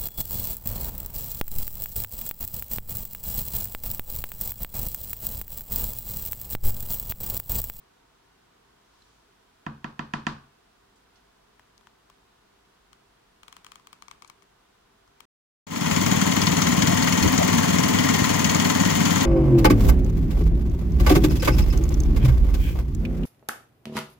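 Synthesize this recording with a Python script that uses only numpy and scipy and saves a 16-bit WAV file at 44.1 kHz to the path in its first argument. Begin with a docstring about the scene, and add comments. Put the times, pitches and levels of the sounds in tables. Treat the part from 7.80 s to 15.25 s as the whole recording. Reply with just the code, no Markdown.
"""A small workshop with steady background air. Wet bristles and rubber gloves make tiny hisses and
squelches. A paintbrush is knocked five times, harder toward the end, on the rim of a plastic tub on a
steel bench: each impact excites damped modes of tub, bench and room. Then a wooden stick taps an etched
metal plaque and is drawn over it, ticking as it slips off the edges of the letters."""
import sys
import numpy as np
from scipy import signal
from scipy.fft import irfft
from scipy.io import wavfile

SR = 44100
rng = np.random.default_rng(int(sys.argv[2]) if len(sys.argv) > 2 else 0)


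def materialize(psi):
    """Save the field psi as 16-bit PCM at rate SR to the path in sys.argv[1].

    A 1-D psi becomes a single channel; in a 2-D psi each row is a channel.
    """
    bounded = np.clip(np.atleast_2d(psi).T, -1, 1)
    quanta = np.round(bounded * 32767).astype(np.int16)
    wavfile.write(sys.argv[1], SR, quanta)


N = 328721

# Spectrum of the background. Each row: frequency in Hz, relative density in dB.
AIR_SPECTRUM = [(12, -48), (20, -12), (53, -4), (74, -10.5), (123, -5), (150, -9.5), (270, -7.5), (357, -9),
                (388, -5), (590, -14), (660, -6.5), (1190, -10), (2390, -17), (3340, -16.5), (16000, -33.5)]
# Humps on that spectrum. Each row: centre in Hz, width in Hz, height in dB.
AIR_HUMPS = [(48.8, 9.7, 5), (193.5, 18, 3.5), (393.5, 4.8, 6), (480, 23, 1.5), (820, 70, -3.5),
             (960, 180, 1.5), (1494, 69, 2)]
# Likeness of the background in the two channels. 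Each row: frequency in Hz, correlation.
AIR_CORRELATION = [(60, 0.99), (130, 0.83), (290, 0.65), (640, -0.42), (1410, 0.5), (3100, -0.083),
                   (6820, -0.038), (15000, -0.062)]
# Balance of the background. Each row: frequency in Hz, pan in dB (always left minus right).
AIR_PAN = [(60, 0), (180, 0.5), (550, -0.5), (1650, -0.5), (4970, -1), (15000, 1.5)]
# Wet rubber. Each row: start in seconds, level in dB, centre in Hz, decay time in seconds, pan in dB.
GLOVE_SQUELCHES = [(1.223, -60, 5200, .004, -3), (3.158, -67.5, 5960, .027, 0),
                   (3.357, -61.5, 4180, .022, -4), (3.979, -44.5, 5000, 0.00046, 14),
                   (6.429, -60, 7500, .0015, 8), (6.476, -52, 6400, 0.0045, 12),
                   (6.629, -56.5, 7000, .0015, 6)]
# Blows on the rim. Each row: start in seconds, strength in dB, extra boom in dB.
BRUSH_BLOWS = [(1.864, -7, 6), (2.043, -8.5, 1), (2.1921, -6.5, 2), (2.3361, -3.5, 2.5),
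               (2.4668, -1.5, 1.5)]
# Modes of tub and brush handle. Each row: frequency in Hz, level in dB, T60 in seconds, pan in dB.
TUB_MODES = [(152, -30, 0.015, 5), (224.6, -19, 0.13, 1.5), (325, -39, 0.081, -15.5),
             (505, -30.5, 0.02, 9.5), (715, -33, 0.063, -7), (890, -26.5, 0.017, 4),
             (942, -21.5, 0.041, -19), (1002, -13.5, 0.02, -7.5), (1090, -28, 0.01, 28),
             (1338, -27.5, 0.072, 1), (1596, -27, 0.027, 14), (1747, -14, 0.014, -8),
             (1870, -15, 0.011, -1), (2030, -32.5, 0.049, -10), (2540, -18, 0.013, -5),
             (2760, -23.5, 0.0046, 12), (2984, -26.5, 0.028, 3), (3280, -29, 0.028, 2),
             (3720, -35, 0.021, 9), (4470, -31, 0.011, 10), (5020, -35.5, 0.021, 6),
             (5980, -37.5, 0.024, -4), (6950, -34, 0.017, 13), (8280, -42.5, 0.0089, 13)]
# Ringing of the steel bench top and the room's low resonances after each knock.
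# Each row: frequency in Hz, level in dB, T60 in seconds, pan in dB.
BENCH_AND_ROOM_MODES = [(37.5, -63, 0.79, 0), (76.2, -49.5, 0.55, -2), (111, -69, 0.65, 0),
                        (139.1, -36, 0.38, 1.5), (155, -37.5, 0.31, 0), (219.4, -31, 0.28, -1.5),
                        (273.8, -49.5, 0.35, 8), (516, -54.5, 0.22, 13), (743, -57, 0.34, -6),
                        (744, -56, 0.12, 0), (968, -42, 0.22, -9), (1170, -48, 0.24, 1),
                        (1330, -60, .25, 2), (1477, -54, 0.46, -4), (1587, -51.5, 0.43, -1),
                        (2515, -52, 0.33, -2)]
# Reverberation time of the room. Each row: frequency in Hz, T60 in seconds.
REVERB_TIMES = [(100, 0.43), (400, .35), (1500, 0.36), (5000, 0.31), (14000, 0.24)]
# The room's response to a knock. Each row: frequency in Hz, level in dB.
KNOCK_ECHO = [(60, 7), (130, 13.5), (250, 15), (350, 7.5), (600, 3), (800, 8), (1000, 17), (1450, 8.5),
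              (1750, 9.5), (2200, -2.5), (2600, 2), (5000, -3), (8500, -16.5), (15000, -37)]
# Tip set down flat on the plaque. Each row: start in seconds, level in dB, pitch in Hz, pan in dB.
TIP_TAPS = [(3.7950, -42, 1820, 6.5), (4.0100, -46.5, 1100, 5), (4.0705, -41, 1520, 7.5),
            (4.2994, -38.5, 1090, 6), (5.997, -45.5, 1150, 10), (7.277, -48.5, 1100, 7)]
# The room's response to a tap or tick. Each row: frequency in Hz, level in dB.
STICK_ECHO = [(200, -18), (700, -24.5), (1150, -11), (1700, -24), (2350, -19), (3000, -22.5), (4300, -26.5),
              (8000, -29), (15000, -43)]
# Slips off an edge. Each row: start in seconds, strength in dB, extra top treble in dB.
EDGE_SLIPS = [(5.129, -9, 0), (5.631, -4, -2), (5.6798, -1, -2), (5.7251, -1, -1), (5.765, -2, 0),
              (5.8447, -3, 2), (5.864, -1.5, -4), (5.9175, -1, -1), (5.9555, -2.5, -1), (6.0696, -4.5, 4),
              (6.128, -2, 3), (6.2212, -1.5, -1), (6.2809, -2.5, -3), (6.3109, 1, -1), (6.4206, -2, 0),
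              (6.4455, -5, -8), (6.4975, -2.5, 8), (6.6215, -12, 2), (7.4033, -3, 7)]
# Modes of stick and hand-held plaque. Each row: frequency in Hz, level at the plaque's end in dB,
# T60 in seconds, pan in dB, gain at its middle in dB.
PLAQUE_MODES = [(974, -40.5, 0.021, 9, 1), (965, -36.5, 0.012, 12.5, 3.5), (1173, -36.5, 0.012, 10, 3),
                (1480, -38, 0.0045, 8, -11), (2240, -45.5, 0.014, 9.5, 7), (2420, -39, 0.011, 2, -2.5),
                (3200, -39.5, 0.0096, 12.5, -5), (4310, -45, 0.014, 6, 1), (4650, -41, 0.0026, 5, 3.5),
                (5900, -49, 0.0034, 19, 9), (7120, -44.5, 0.006, 19, -2), (8550, -34.5, 0.0016, 16.5, 1.5),
                (8750, -36.5, 0.0031, 19, 1.5), (12160, -44, 0.0017, 18, -11), (12560, -44, 0.0021, 14, -1),
                (15500, -42, 0.0017, 17, -8)]
# Path of the tip. Each row: time in seconds, place from end (0) to middle (1), pan in dB.
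TIP_PATH = [(5.1, .05, 3), (5.65, 0.15, -1.5), (6.1, 0.31, 2.5), (6.25, 0.91, 2.5), (6.6, .88, -1),
            (7.4, 0.39, 3.5)]


def amp(db):
    """Amplitude grows tenfold every 20 dB."""
    return 10 ** (np.asarray(db) / 20)


def unit_rms(x):
    """Normalisation to unit mean power."""
    return x / np.sqrt(np.mean(x ** 2) + 1e-20)


def curve_at(points, hz):
    """Interpolation on a logarithmic frequency axis."""
    f, value = np.transpose(points)
    return np.interp(np.log(hz + 1), np.log(f + 1), value)


def panned(x, pan_db):
    """A level difference between the channels gives direction."""
    return x * amp(np.array([[.5], [-.5]]) * pan_db)


def right_later(x, lag_s):
    """Path difference: sound from the left arrives later on the right."""
    return np.array([x[0], np.pad(x[1], (round(lag_s * SR), 0))[:x.shape[1]]])


def add(mix, start_s, sound):
    """Superposition: a stereo sound adds to the mix from start_s on."""
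    part = mix[:, round(start_s * SR):][:, :sound.shape[1]]
    part += sound[:, :part.shape[1]]


def soften(x, cutoff_hz):
    """Contact as a low-pass filter: a softer one lasts longer and excites less treble."""
    pole = np.exp(-2 * np.pi * cutoff_hz / SR)
    return signal.lfilter([1 - pole], [1, -pole], x)


def hiss(hz, size, spread):
    """Band-limited stereo noise from hz / spread to hz * spread."""
    band = signal.butter(2, [hz / spread, hz * spread], "band", fs=SR, output="sos")
    return unit_rms(signal.sosfilt(band, rng.standard_normal((2, size))))


def correlate(spectra, correlation):
    """Partial coherence: the right channel takes a share of the left."""
    left, other = spectra
    return np.array([left, correlation * left + np.sqrt(1 - correlation ** 2) * other])


def ring(modes, travel_s, stretch=1):
    """Damped modes of alternating sign; dispersion brings the treble first (travel_s holds at 1 kHz)."""
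    t, out = np.arange(SR // 2) / SR, 0
    for k, (hz, db, t60, pan_db) in enumerate(modes):
        age = np.maximum(t - travel_s / np.sqrt(hz / 1000), 0)
        mode = amp(db - 60 * age / t60) * np.sin(2 * np.pi * hz * stretch * age)
        out = out + panned((-1) ** k * mode, pan_db)
    return out


def air(level_db=-62):
    """Stationary noise with a humped spectrum, most coherent in the bass."""
    hz = np.fft.rfftfreq(N, 1 / SR)
    white = rng.standard_normal((2, len(hz))) + 1j * rng.standard_normal((2, len(hz)))
    humps_db = sum(db * np.exp(-((hz - centre) / width) ** 2) for centre, width, db in AIR_HUMPS)
    stereo = panned(correlate(white, curve_at(AIR_CORRELATION, hz)), curve_at(AIR_PAN, hz))
    spectrum = stereo * amp(curve_at(AIR_SPECTRUM, hz) + humps_db)
    return amp(level_db) * unit_rms(irfft(spectrum, N))


def brush_stroke(peak_s=1.25, width_s=.23, level_db=-69.5, bubble_s=1.2215, bubble_hz=4100):
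    """Friction noise of bristles swells and fades on the wet plaque; one bubble bursts and resonates."""
    swell = np.exp(-((np.arange(N) / SR - peak_s) / width_s) ** 2)
    out = amp(level_db) * swell * hiss(4000, size=N, spread=1.7)
    add(out, bubble_s, ring([(bubble_hz, -51.5, .026, -3)], travel_s=0))
    return out


def glove_squelches():
    """Adhesion: wet rubber on a sticky coating gives short, decaying bursts of noise."""
    out, t = np.zeros((2, N)), np.arange(SR // 5) / SR
    for start_s, db, hz, decay_s, pan_db in GLOVE_SQUELCHES:
        burst = hiss(hz, size=len(t), spread=1.43) * np.exp(-t / decay_s)
        add(out, start_s, panned(amp(db) * burst, pan_db))
    return out


def brush_knocks(fresh_db=-6, crack_db=-52, crack_s=.002):
    """Impact excitation: each blow cracks on the rim, makes the tub clack and bench and room boom."""
    out, t = np.zeros((2, N)), np.arange(SR // 2) / SR
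    # The tub's clack is kept between 45 Hz and 9.5 kHz.
    radiation = signal.butter(2, [45, 9500], "band", fs=SR, output="sos")
    tub = signal.sosfilt(radiation, ring(TUB_MODES, travel_s=0.00079))
    boom = ring(BENCH_AND_ROOM_MODES, travel_s=0.00373)
    shared_echo = reverberation(KNOCK_ECHO)
    for start_s, db, boom_db in BRUSH_BLOWS:
        # A stronger blow is brighter, one that sinks into the bench duller.
        cutoff_hz = 13800 * 2 ** (0.2365 * db - 0.27 * boom_db)
        crack = amp(crack_db) * hiss(7000, size=len(t), spread=2.3) * np.exp(-t / crack_s)
        room = (shared_echo + amp(fresh_db) * reverberation(KNOCK_ECHO)) / np.hypot(1, amp(fresh_db))
        body = soften(tub + amp(boom_db) * boom + room, cutoff_hz)
        add(out, start_s, amp(db) * (crack + body))
    return out


def reverberation(colour, first_s=0.0013, build_s=0.0011, coherent_hz=520, echoes_per_s=5000):
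    """A diffuse field: dense random echoes decay exponentially, their bass alike in both channels."""
    size = SR // 2
    echoes = rng.choice([-1., 1.], (2, size)) * (rng.random((2, size)) < echoes_per_s / SR)
    hz, t, spectra = signal.stft(echoes, SR, nperseg=512)
    hz = hz[:, None]
    t60 = curve_at(REVERB_TIMES, hz)
    spectra = correlate(spectra, np.exp(-(hz / coherent_hz) ** 2))
    spectra *= amp(curve_at(colour, hz) - 60 * t / t60)
    spectra *= np.sqrt(np.log(1e6) / t60 / SR)  # energy independent of decay time
    tail = signal.istft(spectra, SR, nperseg=512)[1][:, :size] / echoes.std()
    return tail * np.clip((np.arange(size) / SR - first_s) / build_s, 0, 1)


def stick_taps(pock_t60=0.0067, plaque_t60=0.014, grit_s=0.0021, snap_s=0.00039, room_db=26):
    """Heavily damped impacts: a tiny snap, a short pock with two plaque modes, and a little grit."""
    out, t = np.zeros((2, N)), np.arange(SR // 2) / SR
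    plaque = [(980, -7, plaque_t60, 0), (3200, -15, plaque_t60, 0)]
    for start_s, db, hz, pan_db in TIP_TAPS:
        pock = ring([(hz, 0, pock_t60, 0)] + plaque, travel_s=0.00099)
        grit = amp(-13) * hiss(3400, size=len(t), spread=1.95) * np.exp(-t / grit_s)
        snap = amp(-13) * hiss(15000, size=len(t), spread=1.15) * np.exp(-t / snap_s)
        room = amp(room_db) * reverberation(STICK_ECHO)
        add(out, start_s, panned(amp(db) * (snap + pock + grit + room), pan_db))
    return out


def stick_ticks(scrape_s=0.0015, scrape_db=-48.5, snap_db=-41, crisp_hz=12000):
    """Catch and release: the tip scrapes up an edge and snaps off; the contact point weights the modes."""
    out, lead = np.zeros((2, N)), round(scrape_s * SR)
    stretches = 1 + .008 * rng.standard_normal(len(EDGE_SLIPS))
    times, places, pans = np.transpose(TIP_PATH)
    for (start_s, db, crisp_db), stretch in zip(EDGE_SLIPS, stretches):
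        place, pan_db = np.interp(start_s, times, places), np.interp(start_s, times, pans)
        # A stronger slip is brighter, one near the middle duller.
        cutoff_hz = 22000 * 2 ** (0.11 * db - 1.35 * place)
        modes = [(hz, end_db + place * middle_db + crisp_db * min(hz / crisp_hz, 1) ** 4, t60, side_db)
                 for hz, end_db, t60, side_db, middle_db in PLAQUE_MODES]
        tick = np.pad(ring(modes, travel_s=0.00017, stretch=stretch), ((0, 0), (lead, 0)))
        scrape = amp(scrape_db) * hiss(3440, size=2 * lead, spread=1.94) * np.hanning(2 * lead)
        snap = amp(snap_db) * np.array([.5, 1, .5])
        tick[:, :2 * lead] += panned(scrape, pan_db=10)
        tick[:, lead:lead + 3] += panned(snap, pan_db=14)
        direct = panned(right_later(tick, lag_s=.0006), pan_db)
        add(out, start_s, amp(db) * soften(direct, cutoff_hz))
        add(out, start_s, amp(db) * soften(reverberation(STICK_ECHO), cutoff_hz))
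    return out


def scene():
    """Superposition of brush, gloves and stick on the air of the workshop."""
    return air() + brush_stroke() + glove_squelches() + brush_knocks() + stick_taps() + stick_ticks()


def record(dry, cutoff_hz=16100):
    """Band limiting: a steep low-pass filter removes the highest treble."""
    lowpass = signal.firwin(301, cutoff_hz, window=("kaiser", 8), fs=SR)
    return signal.oaconvolve(dry, lowpass[None], "same")


dry = scene()
out = record(dry)
materialize(out)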